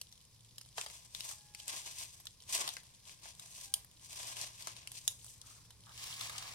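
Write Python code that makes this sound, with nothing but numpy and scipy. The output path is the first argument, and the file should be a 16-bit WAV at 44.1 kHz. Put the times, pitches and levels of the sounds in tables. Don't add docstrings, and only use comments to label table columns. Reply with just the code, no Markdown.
import sys
import numpy as np
from scipy import signal
from scipy.fft import rfft, irfft, next_fast_len
from scipy.io import wavfile
from scipy.ndimage import map_coordinates

SR = 44100
rng = np.random.default_rng(int(sys.argv[2]) if len(sys.argv) > 2 else 0)


def put_to_file(sound):
    columns = np.atleast_2d(sound).T
    safe = np.clip(columns, -1, 1)
    whole_steps = np.round(safe * 32767)
    wavfile.write(sys.argv[1], SR, whole_steps.astype(np.int16))


N = 288414

# frequency in Hz, level in dB.
CRACK_SPECTRUM = [(300, -50), (1000, -28), (1500, -22.5), (2050, -28), (2600, -6.5), (3050, 8.5),
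                  (4900, 4.5), (6100, 2), (8500, 3), (11000, -0.5), (13200, -7), (16000, -27)]


def amp(db):
    return 10 ** (np.asarray(db) / 20)


def unit(x):
    return x / np.sqrt(np.mean(x ** 2) + 1e-20)


def fader(rows):
    return np.interp(np.arange(N) / SR, *np.transpose(rows))


def wobble(rate):
    return map_coordinates(rng.standard_normal(int(N * rate / SR) + 4), [np.arange(N) * rate / SR])


def coloured(x, spectrum, size=2048):
    hz, db = np.transpose(spectrum)
    gain = amp(np.interp(np.log(np.fft.rfftfreq(size, 1 / SR) + 1), np.log(hz), db))
    cepstrum = irfft(np.log(gain + 1e-6))
    cepstrum[1:size // 2] *= 2
    cepstrum[size // 2 + 1:] = 0
    response = irfft(np.exp(rfft(cepstrum)))
    response = np.array(response / np.linalg.norm(response), ndmin=x.ndim)
    return signal.fftconvolve(x, response, axes=-1)[..., :x.shape[-1]]


def burst(t60, size=8192):
    x = rng.standard_normal(size) * amp(-60 * np.arange(size) / SR / t60)
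    return x / np.linalg.norm(x)


def placed(x, source, ground_t60=.024, yard_t60=.2):
    positions = {"leaves": (16.5, 2.5, -1.5, -0.5), "twigs": (17.5, 3.5, -2, -7),
                 "branches": (9, 0.9, 2.5, -1.5), "fire": (1.5, -0.1, -0.5, -9.5)}
    lead, pan_db, ground_db, yard_db = positions[source]
    lead = round(lead)
    paths = np.array([amp(ground_db) * np.roll(burst(ground_t60), lead) + amp(yard_db) * burst(yard_t60)
                      for _ in range(2)])
    paths[[0, 1], [0, lead]] += 1
    paths *= amp([[pan_db / 2], [-pan_db / 2]])
    return signal.fftconvolve(x[None], paths / np.linalg.norm(paths), axes=1)[:, :len(x)]


def crackle(source, rate, spread_db, spots=8):
    out = np.zeros((2, N))
    for _ in range(spots):
        sizes = amp(spread_db * np.minimum(rng.standard_normal(N), 2))
        ticks = (rng.random(N) < rate / spots / SR) * sizes * rng.choice([-1, 1], N)
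        out += placed(signal.fftconvolve(ticks, burst(0.00074))[:N], source)
    return out


def snap(s, db, hz, tilt, knock_db, source, tear_t60, tear_db, ring_t60, ring_db, knock_t60, size=8192):
    # frequency in Hz, level in dB.
    knock_spectrum = [(150, -19.5), (290, -65), (420, -4.5), (780, -1.5), (1050, 0.5), (1450, -4.5),
                      (2200, -1), (5000, -31.5)]
    out, t = np.zeros((2, N + size)), np.arange(size) / SR
    click = t == 0
    release = click + amp(tear_db) * burst(tear_t60)
    tilted = [(f, level + tilt * np.log2(max(f / hz, .5))) for f, level in CRACK_SPECTRUM]
    ring = np.cos(2 * np.pi * hz * t) * amp(-60 * t / ring_t60)
    crack = unit(unit(coloured(release, tilted)) + amp(ring_db) * unit(ring))
    knock = amp(knock_db) * unit(coloured(click + burst(knock_t60), knock_spectrum))
    start = round((s + .0007) * SR)
    out[:, start:start + size] = amp(db) * placed(crack + knock, source) / np.sqrt(size)
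    return out[:, :N]


def press_envelopes(presses):
    climb_db, release_db_per_s = 22.5, 173
    settle_db, settle_db_per_s = -13.5, 66
    t = np.arange(0, N, 32) / SR
    power = np.zeros((3, len(t)))
    for s, rise, hold, db, crunch_db, crisp_db in presses:
        before, after = np.maximum(s - t, 0), np.maximum(t - s - hold, 0)
        attack_db = -climb_db * before / max(rise, .005)
        tail_db = np.maximum(-release_db_per_s * after, settle_db - settle_db_per_s * after)
        balance_db = np.array([[-crisp_db / 2], [crisp_db / 2], [crunch_db]])
        power += amp(db + attack_db + tail_db + balance_db) ** 2
    return [np.interp(np.arange(N) / SR, t, np.sqrt(p)) for p in power]


def dry_leaves(presses, source, crunch_rate, spread_db, clump_db, creep_gain):
    # frequency in Hz, level in dB.
    rustle_spectrum = [(900, -38), (1450, -23.5), (1750, -11.5), (2700, -0.5), (3700, 0), (4500, -0.5),
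                       (6100, -1), (9200, -4.5), (10500, -8), (14500, -14.5), (16000, -19)]
    crunch_spectrum = [(100, -30), (250, -10.5), (340, -8), (450, -7.5), (600, -3.5), (750, -1),
                       (880, -1.5), (1060, 3), (1400, -9), (1700, -2), (2300, -2.5), (5000, -57.5)]
    crossover_hz = 5900
    body_gain, treble_gain, crunch_gain = press_envelopes(presses)
    clumps = unit(amp(clump_db * wobble(70)))
    fractures = unit(crackle(source, rate=3000, spread_db=spread_db))
    crinkles = unit(crackle(source, rate=60, spread_db=2, spots=3))
    rustle = unit(coloured(fractures + amp(-6) * crinkles, rustle_spectrum))
    crunch = unit(coloured(crackle(source, crunch_rate, spread_db, spots=5), crunch_spectrum))
    lows = signal.sosfiltfilt(signal.butter(2, crossover_hz, fs=SR, output="sos"), rustle)
    body = np.hypot(body_gain, creep_gain) * lows
    treble = np.hypot(treble_gain, creep_gain) * (rustle - lows)
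    return clumps * (body + treble + crunch_gain * crunch)


def air_hiss():
    # frequency in Hz, level in dB.
    hiss_spectrum = [(500, -17), (5000, -4), (11000, -3), (16000, -12)]
    return amp(-75) * unit(coloured(rng.standard_normal((2, N)), hiss_spectrum))


def outdoor_rumble():
    # frequency in Hz, level in dB.
    yard_spectrum = [(12, -11.5), (20, -13), (70, -1.5), (109, -2), (136, -3), (221, -14.5), (367, -22),
                     (517, -20.5), (729, -26.5), (1050, -20.5), (1310, -31), (2500, -25), (3250, -82),
                     (5500, -120)]
    # time in seconds, level in dB.
    swell = [(0, -68.5), (1.6, -67.5), (4.2, -67), (6.5, -64)]
    noise = rng.standard_normal(N) + amp(-5) * rng.standard_normal((2, N))
    return amp(fader(swell)) * unit(coloured(noise, yard_spectrum))


def far_engine(firing_hz=114.9):
    # time in seconds, level in dB.
    ride = [(0, -92), (.4, -67.5), (1, -73), (1.5, -85), (3.1, -77), (4.3, -69), (5.3, -71.5), (6.4, -67.5)]
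    phase = 2 * np.pi * np.cumsum(firing_hz + 2 * wobble(4.9)) / SR
    return amp(fader(ride) + 2 * wobble(7)) * unit(np.sin(phase))


def distant_fowl():
    # start in seconds, length in seconds, pitch in Hz, level in dB.
    calls = [(1.28, 0.61, 836, -74), (3.63, 0.19, 798, -72)]
    t, out = np.arange(N) / SR, np.zeros(N)
    for s, length, hz, db in calls:
        phase = 2 * np.pi * np.cumsum(hz * (1 + 0.00305 * wobble(10))) / SR
        voice = unit(sum(amp(-6 * k) * np.sin((k + 1) * phase) for k in range(3)))
        progress = np.clip((t - s) / length, 0, 1)
        swell = np.sqrt(np.abs(np.sin(np.pi * progress)))
        out += amp(db) * swell * voice
    return out


def bark_scrapes():
    # midpoint in seconds, half length in seconds, level in dB.
    slips = [(5.532, 0.1, -68.5), (5.9, 0.03, -59.5), (6.078, 0.058, -62), (6.386, 0.099, -58)]
    # frequency in Hz, level in dB.
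    bark_spectrum = [(300, -25), (750, -11), (1250, 0), (1550, -5), (2200, -19), (5000, -33)]
    t = np.arange(N) / SR
    strokes = sum(amp(db) * np.exp(-((t - s) / half) ** 2) for s, half, db in slips)
    return strokes * unit(coloured(crackle("branches", rate=540, spread_db=5), bark_spectrum))


def branch_drags():
    # time of full weight, rise and hold in seconds, rustle in dB,
    # crunch over rustle in dB, treble over body in dB.
    pulls = [(6.02, 0.15, 0.12, -45.5, -13, 0.18), (6.21, 0.098, 0.056, -45, -8, 1),
             (6.32, 0.068, .21, -49.5, -6, -1.3)]
    return dry_leaves(pulls, "branches", crunch_rate=1500, spread_db=3, clump_db=-0.7, creep_gain=0)


def branch_knocks(ring_hz=3600):
    # start in seconds, energy in dB, tilt in dB per octave, knock over crack in dB.
    catches = [(0.7804, -11.5, -6.5, 2.5), (0.8617, -16, -1.5, -3.5), (1.3115, -16.5, 2, -6.5),
               (6.0726, -26, -1, -4.5), (6.126, -17, -12, -23), (6.2093, -11, 1, -8.5),
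               (6.2955, -16.5, 1, -1.5), (6.3802, -10.5, -5, -25)]
    return sum(snap(s, db, ring_hz, tilt, knock_db, "branches",
                    tear_t60=.014, tear_db=10, ring_t60=.002, ring_db=-6, knock_t60=.025)
               for s, db, tilt, knock_db in catches)


def footsteps():
    # time of full weight, rise and hold in seconds, rustle in dB,
    # crunch over rustle in dB, treble over body in dB.
    steps = [(.775, 0.027, 0.025, -46, -10, 3), (.93, 0.16, 0.019, -52.5, -14, 2.5),
             (1.05, 0.056, 0.014, -60.5, -12, 3), (1.17, 0.069, 0.072, -53, -27, -2),
             (1.28, 0.19, 0.029, -45.5, -14.5, 6.5), (1.59, 0.04, 0.042, -53, -19, 1.5),
             (1.68, 0.026, 0.091, -43, -10.5, 0.5), (1.865, 0.049, 0.011, -45.5, -10.5, -0.5),
             (1.98, 0.18, 0.052, -46, -15, 3.5), (2.13, 0.081, 0.064, -59, -14.5, 5),
             (2.53, 0.054, .02, -34, -14.5, 2.5), (2.6, 0.094, 0.021, -39, -7, -1),
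             (2.69, 0.025, 0.0093, -49.5, -17, -1), (3.07, 0.058, .04, -53, -12.5, 0.5),
             (3.24, 0.038, 0.03, -50.5, -11, -1.5), (3.41, 0.09, 0.054, -55, -12, 4),
             (3.54, 0.19, 0.12, -51.5, -15.5, 5.5), (3.76, 0.048, .02, -61.5, -6, 1),
             (4.05, 0.13, 0.014, -56.5, -16, 5), (4.12, 0.046, 0.025, -48, -14, 2.5),
             (4.24, 0.21, 0.05, -45, -10, 1), (4.38, 0.14, 0.071, -45, -11, -1),
             (4.6, 0.087, 0.063, -50.5, -11.5, 0), (4.675, 0.015, 0.0073, -50, -5, -4),
             (4.76, 0.063, 0.065, -58.5, -8.5, -7), (4.955, 0.069, 0.013, -47, -20, 2.5),
             (5.1, 0.15, 0.011, -52.5, -14, 10.5), (5.23, 0.18, 0.11, -60.5, -27, 11),
             (5.46, 0.036, 0.12, -58.5, -19, 4.5)]
    return dry_leaves(steps, "leaves", crunch_rate=2100, spread_db=5, clump_db=2, creep_gain=amp(-70.5))


def twig_snaps(neutral_hz=4300):
    # start in seconds, energy in dB, ring in Hz, knock over crack in dB.
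    twigs = [(0.125, -25.5, 5630, -18), (0.812, -10.5, 2730, -34), (0.8995, -25.5, 5200, -2),
             (1.1481, -11, 3250, -24), (1.206, -11, 3130, -38), (1.29, -16, 6260, -15),
             (1.548, -16.5, 2640, -39), (1.6794, -10.5, 8200, -33), (2.035, -22, 6500, -28),
             (2.6766, -6.5, 3100, -8), (2.6896, -8, 3400, -16), (2.767, -15, 2020, -7.5),
             (3.0943, -23.5, 2500, -14), (3.256, -26, 2850, 2), (4.2302, -19, 5170, -8),
             (4.368, -15.5, 2870, -18), (4.4132, -9, 5940, -17), (4.623, -18.5, 4760, -28),
             (4.6714, -10.5, 6380, -5.5), (4.765, -21, 2900, -14), (4.873, -14, 2930, -40),
             (5.4146, -21, 5900, -24)]
    return sum(snap(s, db, hz, 4.5 * np.log2(hz / neutral_hz), knock_db, "twigs",
                    tear_t60=.006, tear_db=0, ring_t60=.003, ring_db=-2, knock_t60=.018)
               for s, db, hz, knock_db in twigs)


def fire():
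    # start in seconds, energy in dB, ring in Hz, tilt in dB per octave.
    gas_pockets = [(0.0135, -13, 3470, 1), (0.5814, -16.5, 3640, 3.5), (0.6119, -22, 3600, 3),
                   (0.6598, -32, 3750, 6), (1.5993, -19.5, 4100, -5), (2.2003, -25.5, 4670, 13),
                   (2.2538, -21.5, 3500, 6), (2.269, -14, 4560, -2), (2.4215, -28.5, 4630, 2),
                   (2.833, -31, 4460, 12), (3.3957, -19, 3840, 4), (3.7387, 2, 4800, 4.5),
                   (3.8457, -27, 3430, 11), (4.917, -17, 4650, 7), (5.0772, 4, 3700, 2),
                   (5.2441, -22, 4600, 10), (5.2638, -25, 4640, 7), (5.7053, -26.5, 3700, 1)]
    # frequency in Hz, level in dB.
    sizzle_spectrum = [(900, -21), (2400, -25), (3500, 3.5), (5200, 9), (8000, -13), (10500, 4),
                       (12500, -11), (16000, -36)]
    knock_db, knock_growth = -31, .3
    pops = sum(snap(s, db, hz, tilt, knock_db + knock_growth * db - db, "fire",
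                    tear_t60=.0065, tear_db=14, ring_t60=.003, ring_db=-10, knock_t60=.02)
               for s, db, hz, tilt in gas_pockets)
    flicker = amp(2.1 * wobble(4.5))
    sizzle = unit(flicker * coloured(crackle("fire", rate=1800, spread_db=0), sizzle_spectrum))
    ticks = unit(coloured(crackle("fire", rate=36, spread_db=3), CRACK_SPECTRUM))
    return pops + amp(-69) * sizzle + amp(-70.5) * ticks


def scene():
    hiss = air_hiss()
    close = fire() + footsteps() + branch_drags() + twig_snaps() + branch_knocks() + bark_scrapes()
    distance = outdoor_rumble() + far_engine() + distant_fowl()
    return hiss + distance + close


def record(dry, top_hz=16000):
    size = next_fast_len(N + SR // 2)
    passband = np.fft.rfftfreq(size, 1 / SR) < top_hz
    return irfft(rfft(dry, size) * passband, size)[:, :N]


dry = scene()
out = record(dry)
put_to_file(out)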